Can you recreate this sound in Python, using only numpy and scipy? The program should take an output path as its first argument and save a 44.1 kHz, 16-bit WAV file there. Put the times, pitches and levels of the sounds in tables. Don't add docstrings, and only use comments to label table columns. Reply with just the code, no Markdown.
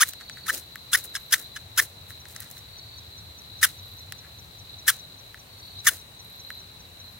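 import sys
import numpy as np
from scipy import signal
from scipy.io import wavfile
from scipy.ndimage import uniform_filter1d

SR = 44100
rng = np.random.default_rng(int(sys.argv[2]) if len(sys.argv) > 2 else 0)


def rack_gain(trim_db):
    fader = np.asarray(trim_db, float)
    return 10 ** (fader / 20)


def materialize(psi):
    bounded = np.clip(np.atleast_2d(psi).T, -1, 1)
    quanta = np.round(bounded * 32767).astype(np.int16)
    wavfile.write(sys.argv[1], SR, quanta)


N = 317079
TOP_HZ = 18500

# start_s, length_s, chatter_db, grit_db, first_slips_per_s
PUSH_BITES = [
    (.007, .029, -12, -24, 1200),
    (.482, .024, -17.5, -33.5, 1260),
    (.932, 0.02485, -13.5, -24.5, 1400),
    (1.325, .019, -14, -20.5, 1540),
    (1.777, .025, -14.5, -24.5, 1330),
]
PULL_BITES = [
    (3.630, .021, -15, -22.5, 1830),
    (4.881, .022, -16, -22.5, 1820),
    (5.869, 0.023, -13.5, -23.5, 1882),
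]
RESET_BITES = [
    (1.153, .016, -33, -33, 1696),
    (1.562, .012, -37, -40.5, 1716),
]


def rms_one(x):
    return x / np.sqrt(np.mean(x ** 2) + 1e-20)


def column(tables, index):
    t, value, gate = np.arange(N) / SR, np.zeros(N), np.zeros(N)
    for rows in tables:
        rows = np.array(rows)
        inside = slice(max(int(rows[0, 0] * SR), 0), int(rows[-1, 0] * SR))
        value[inside] = np.interp(t[inside], rows[:, 0], rows[:, index])
        gate[inside] = 1
    return value, gate


def level(tables, index, size=44):
    gain = np.zeros(N)
    for rows in np.array(tables):
        i = np.arange(max(int(rows[0, 0] * SR), 0), int(rows[-1, 0] * SR))
        gain[i] += rack_gain(np.interp(i / SR, rows[:, 0], rows[:, index]))
    return uniform_filter1d(gain, size=size)


def at_hz(points, hz):
    points = np.array(points)
    return np.interp(np.log(hz), np.log(points[:, 0]), points[:, 1])


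def drift(rate):
    r = np.exp(-2 * np.pi * rate / SR)
    wander = signal.lfilter([1], [1, -2 * r, r * r], rng.standard_normal(N + SR))
    return rms_one(wander[SR:])


def resonance(x, hz, width_hz):
    r = np.exp(-np.pi * width_hz / SR)
    zeros = np.array([1, 0, -1]) * (1 - r * r) / 2
    poles = [1, -2 * r * np.cos(2 * np.pi * hz / SR), r * r]
    return signal.lfilter(zeros, poles, x + 1e-18)


def band(x, low_hz, high_hz, order=2):
    edges_hz = [low_hz, min(high_hz, .45 * SR)]
    return signal.sosfilt(signal.butter(order, edges_hz, "band", fs=SR, output="sos"), x)


def grains(per_s, spread_db):
    sizes = rack_gain(spread_db * np.minimum(rng.exponential(1, (2, N)), 5)) * rng.choice([-1, 1], (2, N))
    return sizes * (rng.random((2, N)) < per_s / SR)


def pair(streams, alike):
    alike = np.clip(alike, -1, 1)
    side = np.sqrt(1 - alike) * streams[1] * np.array([[1], [-1]])
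    return np.sqrt(1 + alike) * streams[0] + side


def strokes():
    dig_s, let_go_s, edge_db = .004, .006, -24
    judder_hz, judder_db, judder_lag_s = 98.93, 2, .005
    catch_slips = 260
    push, pull, reset = (24, 0.95, 12, 13, 1.5, -0.5), (-16, 0.1, -2, 8.5, 4.5, 3.3), (-4.5, .1, 1.5, 3, 6, -14)
    noise_shares = [(.3, .5), (.25, .95), (.6, 1.1)]
    spans = []
    for rows, law, shares in zip([PUSH_BITES, PULL_BITES, RESET_BITES], [push, pull, reset], noise_shares):
        glide, peak, swell_db, fade_db, grit_fade_db, fine_db = law
        for s, length, chatter_db, grit_db, slips in rows:
            t = np.linspace(-dig_s, length + let_go_s, num=200)
            along = np.clip(t / length, 0, 1)
            shake = judder_hz * (t - judder_lag_s)
            digging = np.clip(-t / dig_s, 0, 1)
            letting_go = np.clip((t - length) / let_go_s, 0, 1)
            edge = edge_db * np.maximum(digging, letting_go)
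            grit = grit_db - grit_fade_db * (along - .5) + edge
            effort = np.interp(along, [0, np.clip(peak, 0, 1), 1], [-swell_db, 0, -fade_db])
            chatter = chatter_db + effort + edge + judder_db * np.cos(2 * np.pi * shake)
            catch = catch_slips * ((shake + .5) % 1 - .5)
            rate = slips + 1000 * glide * length * along + catch
            noise_share = np.interp(along, [0, 1], shares)
            spans.append(np.transpose([s + t, chatter, rate, grit, grit + fine_db, noise_share]))
    return spans


def rod_ring(force):
    # pitch_hz, width_hz, level_db
    rod_modes = [(1350, 350, -5), (1720, 300, 0), (2080, 350, -5)]
    rung = 0
    for k, (hz, width, db) in enumerate(rod_modes):
        rung = rung + rack_gain(db) * resonance(force, hz, width) * (-1) ** k
    return band(rung, 750, 2860, order=3)


def steel_ring(force, modes_db):
    # pitch_hz, width_hz, level_db
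    steel_modes = [(3030, 200, 1), (3450, 250, 0), (5300, 250, 1), (6270, 250, -1), (7010, 200, -7),
                   (8330, 250, -3), (9100, 200, -2), (10300, 300, 5), (12350, 300, 1), (14200, 300, 1)]
    out = force.copy()
    for hz, width, db in steel_modes:
        lag = round(.22 * SR / hz)
        flare = rack_gain(db + modes_db + 4 * drift(70))
        rung = resonance(force[0] * flare, hz, width)
        out += [rung, np.roll(rung, -lag)]
    return out


def bites():
    spans = strokes()
    slips = column(spans, index=2)[0] * (1 + .035 * drift(400))
    cycle = np.cumsum(slips) / SR % 1
    grip = rack_gain(2.5 * drift(500))

    tone = np.sin(2 * np.pi * cycle) * np.sqrt(2)
    rough = rms_one(rod_ring(pair(rng.standard_normal((2, N)), .75)))
    rubbed = .85 * tone + column(spans, index=5)[0] * rough
    chatter = band(rubbed * grip * level(spans, index=1), 1050, 2600)
    chatter[0] = np.roll(chatter[0], -1)

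    puff = 0.53 + np.exp(-4.0 * cycle) * 0.97
    contact = steel_ring(pair(grains(16000, spread_db=2.5), .55) * puff, modes_db=7.5)
    overtones = .45 * grip * (np.sin(4 * np.pi * cycle) + .6 * np.sin(6 * np.pi * cycle))
    grit = (.9 * rms_one(band(contact, 2600, 7000)) + overtones) * level(spans, index=3)
    fine = -rms_one(band(contact, 8300, TOP_HZ)) * level(spans, index=4)
    shed = grit * rack_gain([[.5], [-.5]]) + fine * rack_gain([[.9], [-.9]])
    return chatter * rack_gain([[.3], [-.3]]) + rack_gain(-0.25) * shed


def rubs():
    lead_s, lead_rise_db = 0.018, 15.5
    push_lead_db, other_lead_db = (-21, -21, -18), (-13, -11.5, -10)
    tail_s, tail_db, tail_fall_db = 0.092, (-12.5, -15.5, -15), np.array((35, 21, 19))
    rise_share, rub_edge_db = 0.73, -19.5
    # peak_s, length_s, rod_db, rustle_db, crackle_db
    hand_rubs = [(.066, 0.023, -70, -52, -56), (0.089, 0.033, -55, -45.5, -35.5),
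                 (0.216, 0.03, -47.5, -50, -61), (0.382, 0.049, -51, -57, -55),
                 (0.469, 0.023, -40, -43, -42), (0.541, 0.043, -46.5, -36.5, -32.5),
                 (0.578, 0.063, -56, -48, -41), (.001, 0.0076, -25, -33.5, -61),
                 (0.925, 0.015, -47, -43, -35), (1.307, 0.017, -63, -46, -58),
                 (0.979, 0.038, -50, -44, -37), (1.047, .03, -58, -51, -37), (1.401, .05, -56, -64, -46),
                 (1.823, 0.037, -49, -47, -33), (2.102, .03, -53, -53, -45), (2.31, 0.078, -66, -55, -50),
                 (2.364, 0.014, -47, -47, -49), (2.421, .07, -49, -50.5, -47),
                 (2.517, 0.063, -72, -58, -50), (2.58, 0.055, -59, -59, -49), (3.655, 0.018, -38, -38, -43),
                 (4.25, 0.055, -51, -76, -76), (5.854, 0.025, -46, -42, -41),
                 (5.93, 0.088, -57, -55, -45.5)]
    spans = []
    for k, (s, length, _, grit_db, _) in enumerate(PUSH_BITES + PULL_BITES + RESET_BITES):
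        lead = grit_db + np.array(push_lead_db if k < len(PUSH_BITES) else other_lead_db)
        tail, end = grit_db + np.array(tail_db), s + length
        spans.append([(s - lead_s, *(lead - lead_rise_db)),
                      (s - lead_s / 2, *(lead - lead_rise_db / 3)),
                      (s, *lead)])
        spans.append([(end, *tail),
                      (end + tail_s / 3, *(tail - tail_fall_db / 2)),
                      (end + tail_s * 1.6, *(tail - 1.7 * tail_fall_db))])
    for s, length, *db in hand_rubs:
        edge = np.array(db) + rub_edge_db
        spans.append([(s - rise_share * length, *edge), (s, *db), (s + length, *edge)])
    return spans


def slides():
    # peak_s, level_db
    knuckles = [
        (.54, -38),
        (.975, -45),
        (1.06, -49),
        (1.392, -47.5),
        (1.818, -44.5),
        (5.926, -45),
    ]
    rise_s, fall_s, edge_db = 0.034, 0.053, -17
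    knocks = [[(s - rise_s, db + edge_db), (s, db), (s + fall_s, db + edge_db)] for s, db in knuckles]
    spans = rubs()
    rub = rms_one(rod_ring(grains(5000, spread_db=2.5)[0])) * level(spans, index=1, size=90)
    clumps = pair(grains(7000 * rack_gain(4 * drift(150)), spread_db=4), .2)
    rustle = rms_one(band(clumps, 2500, 9000)) * level(spans, index=2, size=90) * rack_gain(1.5)
    crackle = -rms_one(band(clumps, 9500, TOP_HZ)) * level(spans, index=3, size=90)
    soft = rms_one(band(pair(rng.standard_normal((2, N)), 0.98), 263, 600))
    thud = soft * level(knocks, index=1, size=600) * rack_gain(-4.5)
    return rub + thud + (rustle + crackle) * rack_gain([[.8], [-.8]])


def ticks():
    # start_s, rod_peak_db, clack_db and snap_db relative to the rod
    touches = [(0.0875, -46.5, -1, 26.5), (0.134, -38.5, 10.5, 5), (0.2091, -35.5, -18, -19),
               (0.2958, -31.5, 4.5, -21), (0.37, -36, -20, -21), (0.577, -46.5, 5, 21),
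               (0.7559, -28, -7, -3), (1.028, -53, 3, 8), (1.0459, -48, 1, 13), (1.057, -50, 3, 11),
               (1.1507, -26, -22, -21), (1.824, -44, -1, 15), (2.104, -36, -18, -11), (2.2532, -38, 1, -16),
               (2.284, -51, -5, 20), (2.3105, -56, 6, 13), (2.325, -54, 4, 17), (2.3485, -49, 0, 14),
               (2.362, -35.5, 13, -14), (2.403, -42.5, -5, 21.5), (2.5011, -49, 3, 15), (2.443, -54, 4, 16),
               (2.5116, -54, 10, 27), (2.5315, -64, -4, 6), (2.569, -44, 0, 4), (3.418, -59, -2, 16),
               (4.1216, -31, 6.5, 5), (5.3428, -32, -28, -9), (5.375, -45, -10, -13),
               (6.5025, -26, -20, -5.5)]
    low, clack, snap = np.zeros(N), np.zeros((2, N)), np.zeros((2, N))
    t = np.arange(200) / SR
    bursts = rng.choice([-1, 1], (len(touches), 2, len(t))) * np.exp(-t / .0009)
    for (s, db, clack_db, snap_db), burst in zip(touches, bursts):
        i = round(s * SR) + 45
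        low[i] = rack_gain(db + 33.5)
        clack[:, i:i + len(t)] += rack_gain(db + clack_db) * pair(burst, 0.11)
        snap[:, i:i + len(t)] += rack_gain(db + snap_db) * pair(burst, 0.34)
    ring = resonance(rod_ring(low), 1720, 1100) * rack_gain(1.5)
    overtone = rack_gain(-16) * resonance(low, 3000, 1000)
    return ring + overtone + band(clack, 2200, 8500) - band(snap, 9000, TOP_HZ)


def stones(x):
    dull = band(x, 1800, 8600, order=1)
    # delay_s, level_db, -1 where the sides swap
    echoes = [(.0021, -24, -1), (.0047, -14, 1), (.0093, -23.5, -1)]
    return sum(rack_gain(db) * np.roll(dull, round(s * SR), axis=1)[::side] for s, db, side in echoes)


def crickets(chorus_db):
    white = rng.standard_normal((4, 2, N))
    lower = rms_one(band(white[0], 3840, 3990)) * rack_gain(2.5 * drift(4))
    upper = rms_one(band(white[1], 3970, 4130)) * rack_gain(2.5 * drift(4))
    skirt = rms_one(band(white[2], 3520, 4380))
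    chorus = (lower + upper + rack_gain(-2) * skirt) * rack_gain(1.5 * drift(35))
    hiss = resonance(resonance(white[3], 11950, 1000), 11950, 1000)
    far = hiss * rack_gain(1.2 * drift(37) + 2.2 * drift(1.5))
    return rms_one(chorus) * rack_gain(chorus_db + 4.0) + rms_one(far) * rack_gain(-65.5)


def songs():
    # first_pulse_s, end_s, pulses_per_s, level_db
    phrases = [
        (.162, .475, 39.8, -48),
        (2.691, 2.995, 39.5, -47.5),
        (5.481, 5.79, 39.5, -48.5),
        (1.074, 1.45, 37.5, -53.5),
        (3.724, 4.04, 36.8, -54.5),
        (6.223, 6.59, 36.8, -53),
        (5.35, 6.32, 60, -64.5),
    ]
    # pitch_hz, width_hz
    voices = [(4425, 40)] * 3 + [(11950, 450)] * 3 + [(8750, 400)]
    t, out = np.arange(N) / SR, np.zeros((2, N))
    for (first, end, per_s, db), (hz, width) in zip(phrases, voices):
        pulses = (.62 + .38 * np.cos(2 * np.pi * per_s * (t - first))) ** 1.5 * rack_gain(drift(30))
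        swell = np.clip(.65 + (t - first) / .15, 0, 1)
        pulses *= swell * (t > first - .5 / per_s) * (t < end)
        noise = pair(rng.standard_normal((2, N)), .3)
        voice = rms_one(resonance(resonance(noise, hz, width), hz, width))
        steady = np.sqrt(2) * np.sin(2 * np.pi * hz * t + np.array([[0], [1.2]]))
        out += rack_gain(db) * pulses * (steady + .4 * voice if width < 100 else voice)
    return out


def chirper():
    # first_note_s, end_s, level_db
    bouts = [
        (.113, .32, -48),
        (2.193, 2.2, -51),
        (2.572, 7.1, -47),
    ]
    every_s = .20086
    t, out = np.arange(1300) / SR, np.zeros(N + 1300)
    pitch_hz = 6050 - 500 * np.clip((t - .008) / .02, 0, 1) ** 1.5
    note = np.sin(2 * np.pi * np.cumsum(pitch_hz) / SR) * np.hanning(len(t)) ** .6
    for first, end, db in bouts:
        for s in np.arange(first, end, every_s):
            i = round((s + .0015 * rng.standard_normal()) * SR)
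            flutter = 1 + .35 * np.sin(2 * np.pi * (130 * t + rng.random()))
            out[i:i + len(t)] += rack_gain(db + 1.6 * rng.standard_normal()) * flutter * note
    return np.array([out[:N], np.roll(out[:N], 3)])


def air(rumble_db):
    # pitch_hz, level_db per Hz
    air_spectrum = [(15, -46), (25, -31), (68, -1.5), (92, -2.5), (161, -5.5), (249, -12.5), (754, -11.5),
                    (1130, -16), (3160, -16.5), (3920, -26), (4740, -23.5), (8590, -23.5), (9840, -38),
              (11900, -12), (16000, -26)]
    # pitch_hz, coherence
    likeness = [(35, 1), (80, 0.95), (180, 0.93), (550, 0.22), (1650, -0.16), (5000, 0.01), (15000, -0.029)]
    # pitch_hz, level_db
    lean = [(60, 4), (180, 1), (550, 0.5), (1650, 1.5), (4970, 1), (15000, 2.5)]
    out, edges = 0, 25 * 2 ** np.arange(0, 9.6, .5)
    white = rng.standard_normal((2, 2, N))
    for k, (low, high) in enumerate(zip(edges, edges[1:])):
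        hz = np.sqrt(low * high)
        lean_db = at_hz(lean, hz) / 2 * np.array([[1], [-1]])
        gain = rack_gain(at_hz(air_spectrum, hz) + 0.54 * drift(23) + lean_db)
        out = out + gain * pair(band(white[k % 2], low, high), at_hz(likeness, hz))
    rumble = pair(rng.standard_normal((2, N)), .95)
    hump = resonance(resonance(rumble, 92, 40), 92, 50)
    return rack_gain(-50.5) * rms_one(out) + rms_one(hump) * rack_gain(rumble_db + 2.5 + np.array([[1], [-1]]))


def scene():
    # time_s, chorus_db, rumble_db
    woods = [(0.0, -51.5, -59.5), (1.44, -48.5, -62), (1.64, -52.5, -55), (3.68, -50, -53.5),
             (4.5, -52.5, -53), (4.73, -48.5, -54), (5.33, -54, -62), (5.79, -48.5, -54), (6.13, -56, -58),
             (6.43, -50.5, -60.5), (7.19, -54.5, -55)]
    chorus_db = column([woods], index=1)[0]
    rumble_db = column([woods], index=2)[0]
    work = bites() + slides() + ticks()
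    insects = crickets(chorus_db) + songs() + chirper()
    return work + stones(work) + insects * rack_gain([[.6], [-.6]]) + air(rumble_db)


def top_cut(x):
    return signal.sosfilt(signal.butter(12, 17000, fs=SR, output="sos"), x)


def record(dry):
    rounded = 1.1 * np.tanh(dry / 1.1)
    cut = signal.sosfilt(signal.ellip(10, .5, 80, 15900, fs=SR, output="sos"), rounded)
    return top_cut(cut)


dry = scene()
out = record(dry)
materialize(out)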